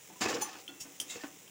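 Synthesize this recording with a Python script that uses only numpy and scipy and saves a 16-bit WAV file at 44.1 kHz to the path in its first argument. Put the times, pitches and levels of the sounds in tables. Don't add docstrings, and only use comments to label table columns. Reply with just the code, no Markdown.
import sys
import numpy as np
from scipy import signal
from scipy.fft import rfft, irfft
from scipy.io import wavfile
from scipy.ndimage import map_coordinates

SR = 44100
rng = np.random.default_rng(int(sys.argv[2]) if len(sys.argv) > 2 else 0)


def transcribe(u):
    v = np.clip(np.atleast_2d(u).T, -1, 1)
    q = np.round(v * 32767).astype(np.int16)
    wavfile.write(sys.argv[1], SR, q)


N = 66150


def amp(db):
    return 10 ** (np.asarray(db) / 20)


def unit(x):
    return x / np.sqrt(np.mean(x ** 2) + 1e-20)


def clock():
    return np.arange(N) / SR


def decay(t, t60):
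    return np.exp(-np.log(1000) * t / t60)


def along(points, hz):
    point_hz, values = np.transpose(points)
    return np.interp(np.log(hz + 1), np.log(point_hz + 1), values)


def grid():
    return np.fft.rfftfreq(2 * N, 1 / SR)


def filtered(x, response):
    return irfft(rfft(x, 2 * N) * response, 2 * N)[..., :N]


def even(response):
    return response / np.sqrt(np.mean(np.abs(response) ** 2))


def colour(points):
    cepstrum = irfft(np.log(amp(along(points, grid()))))
    return even(np.exp(rfft(2 * cepstrum[:N], 2 * N) - cepstrum[0]))


def resonances(rows):
    f = grid()
    total = 0
    for centre, width, db in rows:
        total = total + amp(db) * 1j * f * width / (centre * centre - f * f + 1j * f * width)
    return total


def grains(rate, spread_db):
    struck = rng.random(N) < rate / SR
    sign = rng.choice([-1, 1], N)
    size = amp(spread_db * np.clip(rng.standard_normal(N), -2, 2))
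    return unit(struck * sign * size)


def wobble(rate):
    return map_coordinates(rng.standard_normal(1024), [clock() * rate], mode="wrap")


def burst(s, rise, t60):
    t = clock() - s
    swell = np.exp(-(np.minimum(t, 0) / rise) ** 2)
    return swell * decay(np.maximum(t, 0), t60)


def ring(s, modes, attack):
    t = np.maximum(clock() - s, 0)
    total = 0
    for hz, db, t60 in modes:
        total = total + amp(db + rng.normal()) * decay(t, t60) * np.sin(2 * np.pi * hz * t)
    return (1 - np.exp(-t / attack)) * total


def rubbed(modes, rough):
    total = 0
    for hz, width, db in modes:
        level = amp(db + 2.5 * wobble(5 * width))
        phase = 2 * np.pi * (hz * clock() + rng.random()) + rough * wobble(5 * width)
        total = total + level * np.sin(phase)
    return unit(total)


# centre in Hz, width in Hz, peak level in dB.
WOK_RESONANCES = [(303.7, 30, -2), (323.5, 29, -7.5), (476.7, 24, -3), (762.4, 14, 7.5), (1087, 35, -8),
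                  (1190, 28, -1.5), (1516, 33, -5.5), (1760, 61, 6), (2196, 34, -1.5), (2567, 68, 3.5),
                  (3900, 66, -19), (4850, 190, -10), (5310, 90, -7)]


def wok(spectrum, plain_db):
    return even(colour(spectrum) * (amp(plain_db) + resonances(WOK_RESONANCES)))


# frequency in Hz, level in dB.
SIZZLE_COLOUR = [(600, -16), (1100, -24), (1600, -8), (2050, -1), (2700, -1), (3600, -2.5), (4450, -10.5),
                 (5400, -1.5), (7200, 3), (8600, -6), (11000, -8.5), (12200, -18.5), (13600, -25),
                 (15000, 2.5), (15800, -2)]
RUSH_COLOUR = [(25, -29), (60, -17.5), (110, -7), (190, -0.5), (250, -7), (310, -2.5), (480, -3),
               (650, -8.5), (1400, -10.5), (2200, -22)]
WIDE_HISS_COLOUR = [(3000, -44), (4000, -28), (4600, -15), (5500, -30), (8000, -30), (9500, -3),
                    (11000, 1.5), (13600, 0), (14600, -2), (15800, -4)]


def sizzle():
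    frying = unit(rng.standard_normal(N) + amp(-3) * grains(900, spread_db=5))
    flicker = amp(-54.5 + 1.45 * wobble(15.14))
    oil = flicker * filtered(frying, colour(SIZZLE_COLOUR))
    rush = amp(-61.5) * filtered(rng.standard_normal(N), colour(RUSH_COLOUR))
    centre = oil + rush
    wide_hiss = amp(-70.5) * filtered(rng.standard_normal(N), colour(WIDE_HISS_COLOUR))
    return np.array([centre + wide_hiss, centre - wide_hiss])


# frequency in Hz, t60 in seconds.
ROOM_DECAY = [(200, 0.45), (2000, 0.23), (12000, 0.22)]


def kitchen(x):
    hz, t, noise = signal.stft(rng.standard_normal(SR // 2), SR, nperseg=256)
    fade = decay(t, along(ROOM_DECAY, hz)[:, None])
    tail = signal.istft(noise * fade, SR)[1]
    delayed = np.pad(x, (SR // 200, 0))
    return signal.fftconvolve(delayed, tail / np.linalg.norm(tail))[:N]


# start in seconds, pitch in Hz, level in dB, t60 in seconds.
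SUNG_NOTES = [(0.101, 184, -47.5, 0.14), (0.10, 872, -43, 0.053), (0.135, 1000, -55, 0.37),
              (0.418, 848.5, -36.5, 0.22), (0.422, 1098, -37.5, 0.18), (0.453, 1153, -39, 0.17),
              (0.512, 1251, -51, 0.22), (0.545, 790, -49, 0.31), (1.206, 1800, -38, .07)]


def pan_notes():
    out = np.zeros(N)
    for s, hz, db, t60 in SUNG_NOTES:
        note = ring(s, [(hz, db, t60)], attack=0.005)
        smear = 0.7 + 0.7 * wobble(75)
        out += note * smear
    return out


# peak in seconds, level in dB, t60 in seconds.
SOFT_BLOWS = [(0.098, -55.5, 0.42), (0.216, -29, 0.093), (0.2582, -33.5, 0.042), (0.689, -54, 0.59),
              (0.851, -50.5, 0.22), (1.006, -52.5, 0.42), (1.157, -40, 0.035), (1.236, -36.5, 0.084)]
# frequency in Hz, level in dB.
BLOW_COLOUR = [(40, -36.5), (150, -13.5), (290, 5.5), (450, -6), (800, -5.5), (1800, -14), (4000, -20),
               (10000, -35.5)]


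def thuds():
    force = np.zeros(N)
    for s, db, t60 in SOFT_BLOWS:
        force += amp(db) * burst(s, rise=0.00053, t60=t60)
    return filtered(force * grains(3000, spread_db=0.5), wok(BLOW_COLOUR, plain_db=-4))


# frequency in Hz, level in dB.
EDGE_COLOUR = [(300, -7), (1500, -17), (3000, -0.5), (4300, -11.5), (5000, 0.5), (6000, 4), (8000, -3),
               (9500, -1), (10500, -7.5), (11700, -29), (13000, -8), (13700, -9), (14600, -1), (16000, -17)]
# start in seconds, then clink, chatter and long ring levels in dB.
STEEL_TAPS = [(0.53, -46, -56.5, -54.5), (0.6791, -30, -54, -45), (1.0006, -25, -34.5, -60),
              (1.0132, -43, -43.5, -66), (1.10, -46, -51, -46.5), (1.478, -46.5, -58, -68)]
# pitch in Hz, level in dB, t60 in seconds.
CLINK_MODES = [(3140, 0.5, 0.018), (2830, -6.5, 0.01), (3700, -34, 0.022), (5950, -18, 0.014)]
SPATULA_MODES = [(1426, -9.5, 0.28), (1974, -21, 0.72), (2686, -7, 0.59), (3406, -1, 0.22),
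                 (4280, -12, 0.22)]
# pitch in Hz, width in Hz, level in dB.
CHATTER_MODES = [(3280, 140, -2), (4820, 82, 2), (5900, 83, 8), (6400, 60, -7), (7760, 23, 5),
                 (8920, 37, 9.5), (9840, 51, 6.5), (10200, 47, -1), (12500, 51, 0), (14650, 130, -5)]
# frequency in Hz, level in dB.
CRACK_COLOUR = [(500, -33), (2500, -12), (5500, -7), (15000, -1)]


def taps():
    rattling = amp(-3) * rubbed(CHATTER_MODES, rough=0.4)
    edge_hiss = amp(-0.5) * filtered(grains(10000, spread_db=5), colour(EDGE_COLOUR))
    chatter = rattling + edge_hiss
    crack = amp(-8) * unit(filtered(rng.standard_normal(N), colour(CRACK_COLOUR)))
    out = np.zeros(N)
    for s, clink_db, chatter_db, ring_db in STEEL_TAPS:
        out += amp(clink_db) * ring(s, CLINK_MODES, attack=0.00041)
        out += amp(ring_db) * ring(s, SPATULA_MODES, attack=0.0024) * amp(3 * wobble(120))
        rattle = burst(s, rise=0.00041, t60=0.075) * chatter
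        snap = burst(s, rise=0.00032, t60=0.0045) * crack
        out += amp(chatter_db) * (rattle + snap)
    return out


# peak in seconds, rise in seconds, t60 in seconds,
# then free blade ring, pressed blade ring and hiss levels in dB.
LIGHT_SLIDES = [(0.423, 0.0087, 0.12, -32.5, -54, -41.5), (0.814, 0.011, .12, -52, -41.5, -43)]
# pitch in Hz, width in Hz, level in dB.
FREE_BLADE = [(3403, 9.3, -13.5), (4260, 13, -13.5), (6140, 19.7, 0), (6600, 17, -10), (7060, 18, -4.5),
              (8935, 18, -9), (9570, 30, -9), (9840, 20, -6.5), (13300, 76, -18), (14620, 91, -10),
              (15200, 50, -16)]
PRESSED_BLADE = [(2682, 120, -9), (4820, 74, -3), (5510, 57, 9), (5680, 50, 3), (5600, 24, -20),
                 (6560, 14, 8), (7050, 23, 6.5), (7720, 70, 3), (8700, 51, -4), (8800, 50, -20),
                 (9040, 39, -19)]


def skims():
    out = np.zeros(N)
    for s, rise, t60, free_db, pressed_db, hiss_db in LIGHT_SLIDES:
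        contact = burst(s, rise, t60)
        free = amp(free_db) * rubbed(FREE_BLADE, rough=0.85)
        pressed = amp(pressed_db) * rubbed(PRESSED_BLADE, rough=0.6)
        out += contact * (free + pressed)
        out += filtered(contact * grains(8000, spread_db=-1), amp(hiss_db) * colour(EDGE_COLOUR))
    return out


# peak in seconds, rise in seconds, t60 in seconds, level in dB.
EDGE_BITES = [(0.216, 0.008, 0.15, -36.5), (1.107, 0.015, 0.17, -39)]
# centre in Hz, width in Hz, peak level in dB.
SCRITCH_MODES = [(2153, 33, 2), (2708, 54, 2.5), (3670, 80, 1.5), (3805, 43, 5), (6390, 52, 7),
                 (6520, 57, 3), (6990, 58, 13), (7450, 49, 7.5), (7750, 31, 3), (8930, 23, 0),
                 (10000, 30, -19), (10800, 19, -23)]
# frequency in Hz, level in dB.
SCRITCH_COLOUR = [(1000, -8), (2000, 5.5), (8000, -1.5), (11000, -1.5), (12000, -13), (14000, -13)]


def bites():
    force = np.zeros(N)
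    for s, rise, t60, db in EDGE_BITES:
        force += amp(db) * burst(s, rise, t60)
    scritch = even(resonances(SCRITCH_MODES) * colour(SCRITCH_COLOUR))
    return filtered(force * grains(6000, spread_db=3), scritch)


# time in seconds, then the levels in dB
SCOOPS = [
    [(0.2, -94, -62, -77), (0.21, -32, -40, -36.5), (0.22, -37, -34, -31.5), (0.238, -40, -35, -38.5),
     (0.26, -29.5, -34, -41.5), (0.274, -38, -37, -47.5), (0.286, -37, -38, -40),
     (0.314, -33.5, -36.5, -39.5), (0.334, -37.5, -36, -46), (0.346, -35.5, -44.5, -38.5),
     (0.366, -34, -35, -44.5), (0.384, -39.5, -47.5, -53.5), (0.406, -43, -43.5, -50.5),
     (0.43, -48.5, -45.5, -46.5), (0.456, -53, -47.5, -55), (0.518, -60, -52.5, -52), (0.56, -54, -50, -59),
     (0.62, -59.5, -61, -54.5)],
    [(1.06, -54, -71, -74), (1.09, -64, -77, -60), (1.11, -56.5, -51.5, -45.5),
     (1.144, -57.5, -54.5, -51.5), (1.16, -40, -54, -51.5), (1.2, -71, -53, -58), (1.222, -57, -59.5, -53),
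     (1.246, -70, -44, -60), (1.31, -56.5, -71, -91)],
]
# frequency in Hz, level in dB.
BODY_COLOUR = [(25, -39), (50, -31), (75, -14), (120, -13.5), (220, -3.5), (300, -1.5), (480, -2.5),
               (650, -3.5), (850, -23), (2000, -47)]
RASP_COLOUR = [(300, -38.5), (600, -10.5), (750, 1.5), (1200, -1.5), (2700, -5), (3200, -8), (6000, -41)]
GRIT_COLOUR = [(1500, -29.5), (2800, -0.5), (3500, -3), (4200, -1), (4900, 0), (6000, 0), (7500, 0.5),
               (8100, -14), (10500, -16), (12000, -32.5), (15000, -14)]


def scrapes():
    levels = np.zeros((3, N))
    for rows in SCOOPS:
        times, *layers = np.transpose(rows)
        for i, layer_db in enumerate(layers):
            levels[i] += amp(np.interp(clock(), times, layer_db, left=-120, right=-120))
    body, rasp, grit = levels
    judder = amp(1.76 * wobble(160))
    body_slips = amp(-3.5) * body * judder * grains(2500, spread_db=3)
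    rasp_slips = amp(-3) * rasp * judder * grains(2500, spread_db=3)
    grit_slips = amp(-0.5) * grit * judder * grains(5000, spread_db=3)
    return (filtered(body_slips, wok(BODY_COLOUR, plain_db=-5.5))
            + filtered(rasp_slips, wok(RASP_COLOUR, plain_db=1.5))
            + filtered(grit_slips, wok(GRIT_COLOUR, plain_db=-4.5)))


def scene():
    stirring = scrapes() + bites() + thuds() + skims() + pan_notes() + taps()
    return stirring + amp(-12) * kitchen(stirring) + sizzle()


def record(dry):
    top_hz = 15820
    return filtered(dry, grid() < top_hz)


dry = scene()
out = record(dry)
transcribe(out)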